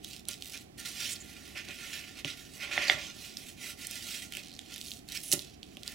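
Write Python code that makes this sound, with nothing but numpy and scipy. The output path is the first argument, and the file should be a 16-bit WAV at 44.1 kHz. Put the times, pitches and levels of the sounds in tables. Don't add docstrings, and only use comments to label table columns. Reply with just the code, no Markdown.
import sys
import numpy as np
from scipy import signal
from scipy.fft import rfft, irfft
from scipy.io import wavfile
from scipy.ndimage import uniform_filter1d

SR = 44100
rng = np.random.default_rng(int(sys.argv[2]) if len(sys.argv) > 2 else 0)


def waveform_to_disk(signal):
    frames = np.transpose(np.atleast_2d(signal))
    scaled = np.clip(frames, -1, 1) * 32767
    samples = np.round(scaled).astype(np.int16)
    wavfile.write(sys.argv[1], SR, samples)


N = 261954
TIME = np.arange(N) / SR
CUTOFF_HZ = 16000

# frequency in Hz, relative spectral density in dB.
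VENT_SPECTRUM = [(25, -13), (65, 2.5), (110, -1.5), (260, 2.5), (400, -3.5), (580, -17.5), (745, -6),
                 (920, -28), (2600, -22.5), (16000, -38)]
# frequency in Hz, lead of the right in radians.
VENT_RIGHT_LEAD = [(60, 0.097), (500, 2.05), (3500, 2.9)]
# frequency in Hz, left minus right level in dB.
VENT_LEFT_EXCESS = [(90, 1.5), (260, -3.5), (2000, -16)]
# start in seconds, level in dB, ring frequency in Hz,
# crack level in dB above the ring.
CATCH_TICKS = [(0.046, -38.5, 3840, -7), (0.2533, -50, 3860, -11), (0.2864, -36, 9100, 3),
               (0.423, -36, 3300, -10), (1.6867, -40.5, 2260, -26), (2.2469, -28.5, 2880, -50),
               (3.8698, -45, 9200, 10.5), (3.9115, -43, 9000, 3.5), (4.3701, -34.5, 2890, -11),
               (4.5917, -37, 3600, -24), (4.8134, -37, 4200, -16), (4.917, -35.5, 3350, -27),
               (5.088, -42, 4120, -11), (5.1208, -42, 4730, 0.5), (5.317, -25.5, 6640, -5),
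               (5.3263, -22.5, 3420, -10), (5.3927, -35, 3940, -14), (5.6304, -40.5, 3820, -33),
               (5.7699, -41, 2680, -36), (5.833, -40, 3320, -30), (5.8779, -32.5, 4420, -10.5)]
# start in seconds, length in seconds, slips per second,
# level in dB, ring frequency in Hz, crack level in dB above the ring.
PIN_CREEPS = [(4.323, .034, 71, -40, 2840, -7), (4.435, .132, 86, -49, 4240, -30),
              (4.741, .06, 48, -43, 3080, -4), (4.862, .1, 38, -46.5, 4740, -5)]
# start, build-up and easing times in seconds, rasp level in dB,
# hiss level and panel resonance level, both in dB above the rasp.
HAND_STROKES = [(0.074, 0.067, 0.045, -47.5, -4, -12), (0.283, 0.012, 0.063, -41.5, -7, -10),
                (0.41, 0.047, 0.17, -52, -0.5, -10), (0.536, 0.013, 0.032, -45.5, -6.5, -2),
                (0.781, 0.0092, 0.079, -49.5, -3, -2), (0.848, .015, 0.069, -43.5, -3.5, -5.5),
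                (0.954, .08, 0.12, -39.5, -5, -5.5), (1.17, 0.12, 0.063, -55, -3, -2),
                (1.35, 0.03, 0.45, -56, -4, -0.5), (1.556, .012, 0.054, -47, -10, 5),
                (1.679, 0.013, 0.036, -51.5, -7.5, 7), (1.792, 0.18, .04, -46.5, -5.5, 0),
                (2.0, 0.061, 0.096, -56, -6.5, -0.5), (2.153, 0.036, 0.033, -52, -6, 3),
                (2.248, 0.0042, 0.094, -44, -9.5, -0.5), (2.36, 0.016, .15, -56.5, -4, -3.5),
                (2.53, 0.028, 0.067, -54, -1, -5), (2.61, 0.026, 0.035, -44, -8.5, 4),
                (2.711, 0.13, 0.16, -41, -11.5, 5.5), (2.999, 0.039, 0.083, -43.5, -11.5, -5),
                (3.168, 0.064, 0.14, -48, -5, -7), (3.37, 0.021, 0.15, -52, -0.5, -4),
                (3.615, 0.051, 0.06, -44, -3.5, -2.5), (3.798, 0.036, 0.026, -46.5, -2.5, -4),
                (3.88, 0.062, 0.082, -46, -3, -4.5), (4.01, 0.12, .14, -45.5, -3, -5.5),
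                (4.337, 0.044, 0.046, -47.5, -4.5, -2), (4.42, 0.037, 0.26, -58, -6.5, -6),
                (4.69, 0.055, 0.066, -51, -8, -5.5), (4.805, 0.066, 0.12, -49.5, 0, -13),
                (5.125, 0.047, 0.0062, -41.5, -4.5, -5.5), (5.19, 0.13, 0.095, -51.5, 3.5, -11.5),
                (5.32, 0.014, 0.023, -43, 3.5, 3.5), (5.39, .01, 0.14, -52.5, -8, -12),
                (5.63, .01, 0.42, -64, -4.5, -6.5), (5.85, 0.042, .07, -50.5, -1.5, -0.5)]
# time in seconds, spread of grain sizes in dB.
GRAIN_SPREAD = [(.5, 5.5), (1, 2.5), (4.2, 1), (4.45, 4), (4.95, 5), (5.2, 4.5)]
# frequency in Hz, bandwidth in Hz, relative level in dB.
BENDING_MODES = [(1405, 39.4, 6.5), (1777, 105, 6), (1990, 144, 8), (2450, 427, 9), (2966, 2050, -2)]
# start in seconds, force level in dB, contact cut-off in Hz.
BENCH_BLOWS = [(0.287, -44, 1290), (1.56, -43, 1200), (1.688, -44, 1300), (2.246, -34.5, 1800),
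               (2.252, -25, 148), (2.778, -38, 2000), (2.899, -42, 1500), (2.942, -22.5, 90),
               (4.371, -48, 1200), (5.3315, -24.5, 606), (5.371, -34.5, 494), (5.77, -46, 1000)]
# frequency in Hz, gain in dB, 60 dB decay time in seconds.
LOW_MODES = [(82.5, -17.5, 0.21), (160, -5.5, 0.04), (219, -1, 0.022), (324, 0, 0.028), (400, -10.5, 0.062),
             (582, -11.5, 0.061), (762, -15, 0.049), (1102, -8, 0.012)]
# time in seconds, level in dB.
DRAG_LEVEL = [(2.5, -76.5), (2.76, -56), (2.79, -46), (2.86, -63), (2.91, -44), (2.96, -54.5),
              (3.25, -77.5)]
# start in seconds, length in seconds, frequency in Hz,
# bandwidth in Hz, level in dB.
FOAM_SQUEAKS = [(1.108, 0.033, 7600, 1500, -39), (1.158, 0.009, 4600, 300, -45),
                (1.203, 0.023, 7100, 400, -49), (2.726, 0.011, 2180, 398, -50),
                (2.881, 0.0062, 4520, 300, -31), (3.369, 0.0035, 4870, 700, -34.5),
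                (5.227, 0.14, 10200, 500, -48.5), (5.322, 0.019, 7000, 7000, -26.5),
                (5.329, 0.0044, 10150, 1100, -22.5)]
# start in seconds, force level in dB, contact cut-off in Hz.
JOINT_BLOWS = [(2.7775, -14.5, 1900), (2.8977, -11.5, 4840), (5.3245, -33, 3000)]
# frequency in Hz, gain in dB, 60 dB decay time in seconds.
JOINT_RESONANCES = [(740, -14, 0.032), (2023, 9, 0.0099), (2230, 10, 0.0024), (2770, 0.5, 0.0096),
                    (3500, 0.5, 0.017), (4720, -14, 0.046)]


def from_db(db):
    return 10 ** (np.asarray(db) / 20)


def rms_one(x):
    return x / np.sqrt(np.mean(x ** 2) + 1e-20)


def in_time(points):
    return np.interp(TIME, *np.transpose(points))


def at_hz(points, hz):
    known_hz, values = np.transpose(points)
    return np.interp(np.log(hz + 1), np.log(known_hz), values)


def add(track, start_s, sound):
    at = round(start_s * SR)
    track[at:at + len(sound)] += sound[:N - at]


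def butter(x, hz, kind, order=2):
    return signal.sosfilt(signal.butter(order, hz, kind, fs=SR, output="sos"), x + 1e-18)


def resonance(x, hz, width_hz):
    r = np.exp(-np.pi * width_hz / SR)
    feedback = [1, -2 * r * np.cos(2 * np.pi * hz / SR), r * r]
    return signal.lfilter(np.array([1, 0, -1]) * (1 - r * r) / 2, feedback, x + 1e-18)


def ring(force, modes):
    out = 0
    for k, (hz, db, t60) in enumerate(modes):
        r, w = np.exp(-np.log(1000) / (t60 * SR)), 2 * np.pi * hz / SR
        mode = signal.lfilter([0, np.sin(w)], [1, -2 * r * np.cos(w), r * r], force + 1e-18)
        out = out + (-1) ** k * from_db(db) * mode
    return out


def drift(hz, hop=100):
    slow = butter(rng.standard_normal(N // hop + SR // hop), hz * hop, "low")[-(N // hop):]
    return np.interp(np.arange(N) / hop, np.arange(len(slow)), rms_one(slow))


def ventilation(level_db=-53, own_db=-10):
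    hz = np.fft.rfftfreq(N, 1 / SR)
    side = np.array([[1], [-1]])
    shared = rfft(rng.standard_normal(N)) * np.exp(-1j * side * at_hz(VENT_RIGHT_LEAD, hz) / 2)
    field = shared + from_db(own_db) * rfft(rng.standard_normal((2, N)))
    colour = from_db(at_hz(VENT_SPECTRUM, hz) + side * at_hz(VENT_LEFT_EXCESS, hz) / 2)
    return from_db(level_db) * rms_one(irfft(field * colour, N))


def tick(db, hz, crack_db, rattle_s=0.00052, crack_s=0.0015):
    t = TIME[:SR // 50]
    burst = rng.standard_normal(len(t))
    body = resonance(burst * np.exp(-t / rattle_s), hz, width_hz=1100)
    body = butter(body, 2300, "high", order=3)
    crack = butter(burst * np.exp(-t / crack_s), (5500, 13000), "band")
    attack = SR // 333
    return from_db(db) * (body / np.std(body[:attack]) + from_db(crack_db) * crack / np.std(crack[:attack]))


def ticking(gap_jitter=0.078, jitter_db=1.5):
    out = np.zeros(N)
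    for start, db, hz, crack_db in CATCH_TICKS:
        add(out, start, tick(db, hz, crack_db))
    for start, length, per_s, db, hz, crack_db in PIN_CREEPS:
        gaps = (1 + gap_jitter * rng.standard_normal(20)) / per_s
        for delay in np.cumsum(gaps) - gaps[0]:
            slip = tick(db + jitter_db * rng.standard_normal(), hz, crack_db)
            add(out, start + delay, (delay < length) * slip)
    return out


def strokes(swell_db=6, sag_db=10, release_db_per_s=399):
    power = np.zeros((3, N))
    for start, build_s, ease_s, db, hiss_db, panel_db in HAND_STROKES:
        first = max(start - 2 * build_s, 0)
        count = int((3 * build_s + ease_s) * SR) + SR // 5
        t = TIME[:count] + first - start - build_s
        arch_db = -swell_db * np.minimum(t / build_s, 0) ** 2 - sag_db * np.clip(t / ease_s, 0, 1) ** 2
        push_db = db + arch_db - release_db_per_s * np.maximum(t - ease_s, 0)
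        for track, share_db in zip(power, (0, hiss_db, panel_db)):
            add(track, first, from_db(push_db + share_db) ** 2)
    return np.sqrt(power)


def grains(spread_db, per_s=7000, smooth_share=0.31):
    sizes = from_db(spread_db * np.minimum(rng.exponential(1, N), 6)) * rng.choice([-1, 1], N)
    clicks = sizes * (rng.random(N) < per_s / SR)
    local_rms = np.sqrt(np.abs(uniform_filter1d(clicks ** 2, SR // 25)) + 1e-9)
    return rms_one(clicks / local_rms + smooth_share * rng.standard_normal(N))


def shifting_modes(x, low_hz=1300, favour_db=2.03, shift_hz=14, count=40):
    pitches = np.geomspace(low_hz, CUTOFF_HZ, count)
    return sum((-1) ** k * from_db(favour_db * drift(shift_hz)) * resonance(x, hz, width)
               for k, (hz, width) in enumerate(zip(pitches, np.gradient(pitches))))


def judder(per_s=28, settle_s=0.013):
    releases = (rng.random(N) < per_s / SR) * rng.random(N)
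    surge = np.sqrt(signal.lfilter([1], [1, -np.exp(-1 / (settle_s * SR))], releases))
    return rms_one(surge - surge.mean())


def rubbing(rasp_gain, hiss_gain, panel_gain, judder_db=2.0, waver_db=2, waver_hz=10.7):
    slips = shifting_modes(grains(in_time(GRAIN_SPREAD)))
    rasp = butter(slips, (2750, 6400), "band", order=3)
    rasp = butter(rasp, 3800, "low", order=1)
    hiss = butter(slips, (7000, 16500), "band", order=3)
    hiss = butter(hiss, 7500, "low", order=1)
    friction = grains(spread_db=1.9)
    panel = sum((-1) ** k * from_db(db + waver_db * drift(waver_hz)) * resonance(friction, hz, width)
                for k, (hz, width, db) in enumerate(BENDING_MODES))
    panel = butter(panel, 1070, "high", order=4)
    rub = rasp_gain * rms_one(rasp) + hiss_gain * rms_one(hiss) + panel_gain * rms_one(panel)
    return from_db(judder_db * judder()) * rub


def scraping(panel_gain, rub_leak_db=-19):
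    vibration = ring(grains(in_time(GRAIN_SPREAD)), LOW_MODES)
    push = from_db(in_time(DRAG_LEVEL)) + from_db(rub_leak_db) * panel_gain
    return push * rms_one(butter(vibration, 650, "high"))


def blows(rows):
    force = np.zeros(N)
    for start, db, contact_hz in rows:
        add(force, start, from_db(db) * butter(signal.unit_impulse(SR // 10), contact_hz, "low"))
    return force


def thumps(settle_s=0.014, settle_db=-27):
    t = TIME[:SR // 10]
    settling = from_db(settle_db) * rng.standard_normal(len(t)) * np.exp(-t / settle_s)
    landing = signal.unit_impulse(len(t)) + settling
    return ring(signal.fftconvolve(blows(BENCH_BLOWS), landing)[:N], LOW_MODES)


def squeaks(low_hz=800, taper_share=0.033):
    out = np.zeros(N)
    for start, length, hz, width_hz, db in FOAM_SQUEAKS:
        count = int(length * SR)
        tone = resonance(rng.standard_normal(SR // 2), hz, width_hz)
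        tone = butter(tone, np.sqrt(low_hz * hz), "high", order=4)[-count:]
        add(out, start, from_db(db) * rms_one(tone) * signal.windows.tukey(count, taper_share))
    return out


def knocks():
    return ring(blows(JOINT_BLOWS), JOINT_RESONANCES)


def room(x, scatter_s=0.051, scatter_db=-22.5, t60_s=0.26, tail_db=-12.5):
    t = TIME[:SR // 2]
    scatter = rng.standard_normal(len(t)) * np.exp(-t / scatter_s)
    tail = butter(rng.standard_normal((2, len(t))), 7000, "low", order=1)
    tail *= np.exp(-np.log(1000) * t / t60_s)
    response = (from_db(scatter_db) * rms_one(scatter) + from_db(tail_db) * rms_one(tail)) / np.sqrt(len(t))
    return x + signal.fftconvolve(x[None], response, axes=1)[:, :N]


def scene(pan_db=6, shade_hz=16000):
    rasp_gain, hiss_gain, panel_gain = strokes()
    foam = rubbing(rasp_gain, hiss_gain, panel_gain) + ticking() + squeaks()
    foam += scraping(panel_gain) + thumps() + knocks()
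    left, right = room(foam) * from_db([[-pan_db / 2], [pan_db / 2]])
    return np.array([butter(left, shade_hz, "low", order=1), right]) + ventilation()


def record(dry):
    return signal.sosfilt(signal.ellip(10, .2, 80, CUTOFF_HZ, fs=SR, output="sos"), dry)


dry = scene()
out = record(dry)
waveform_to_disk(out)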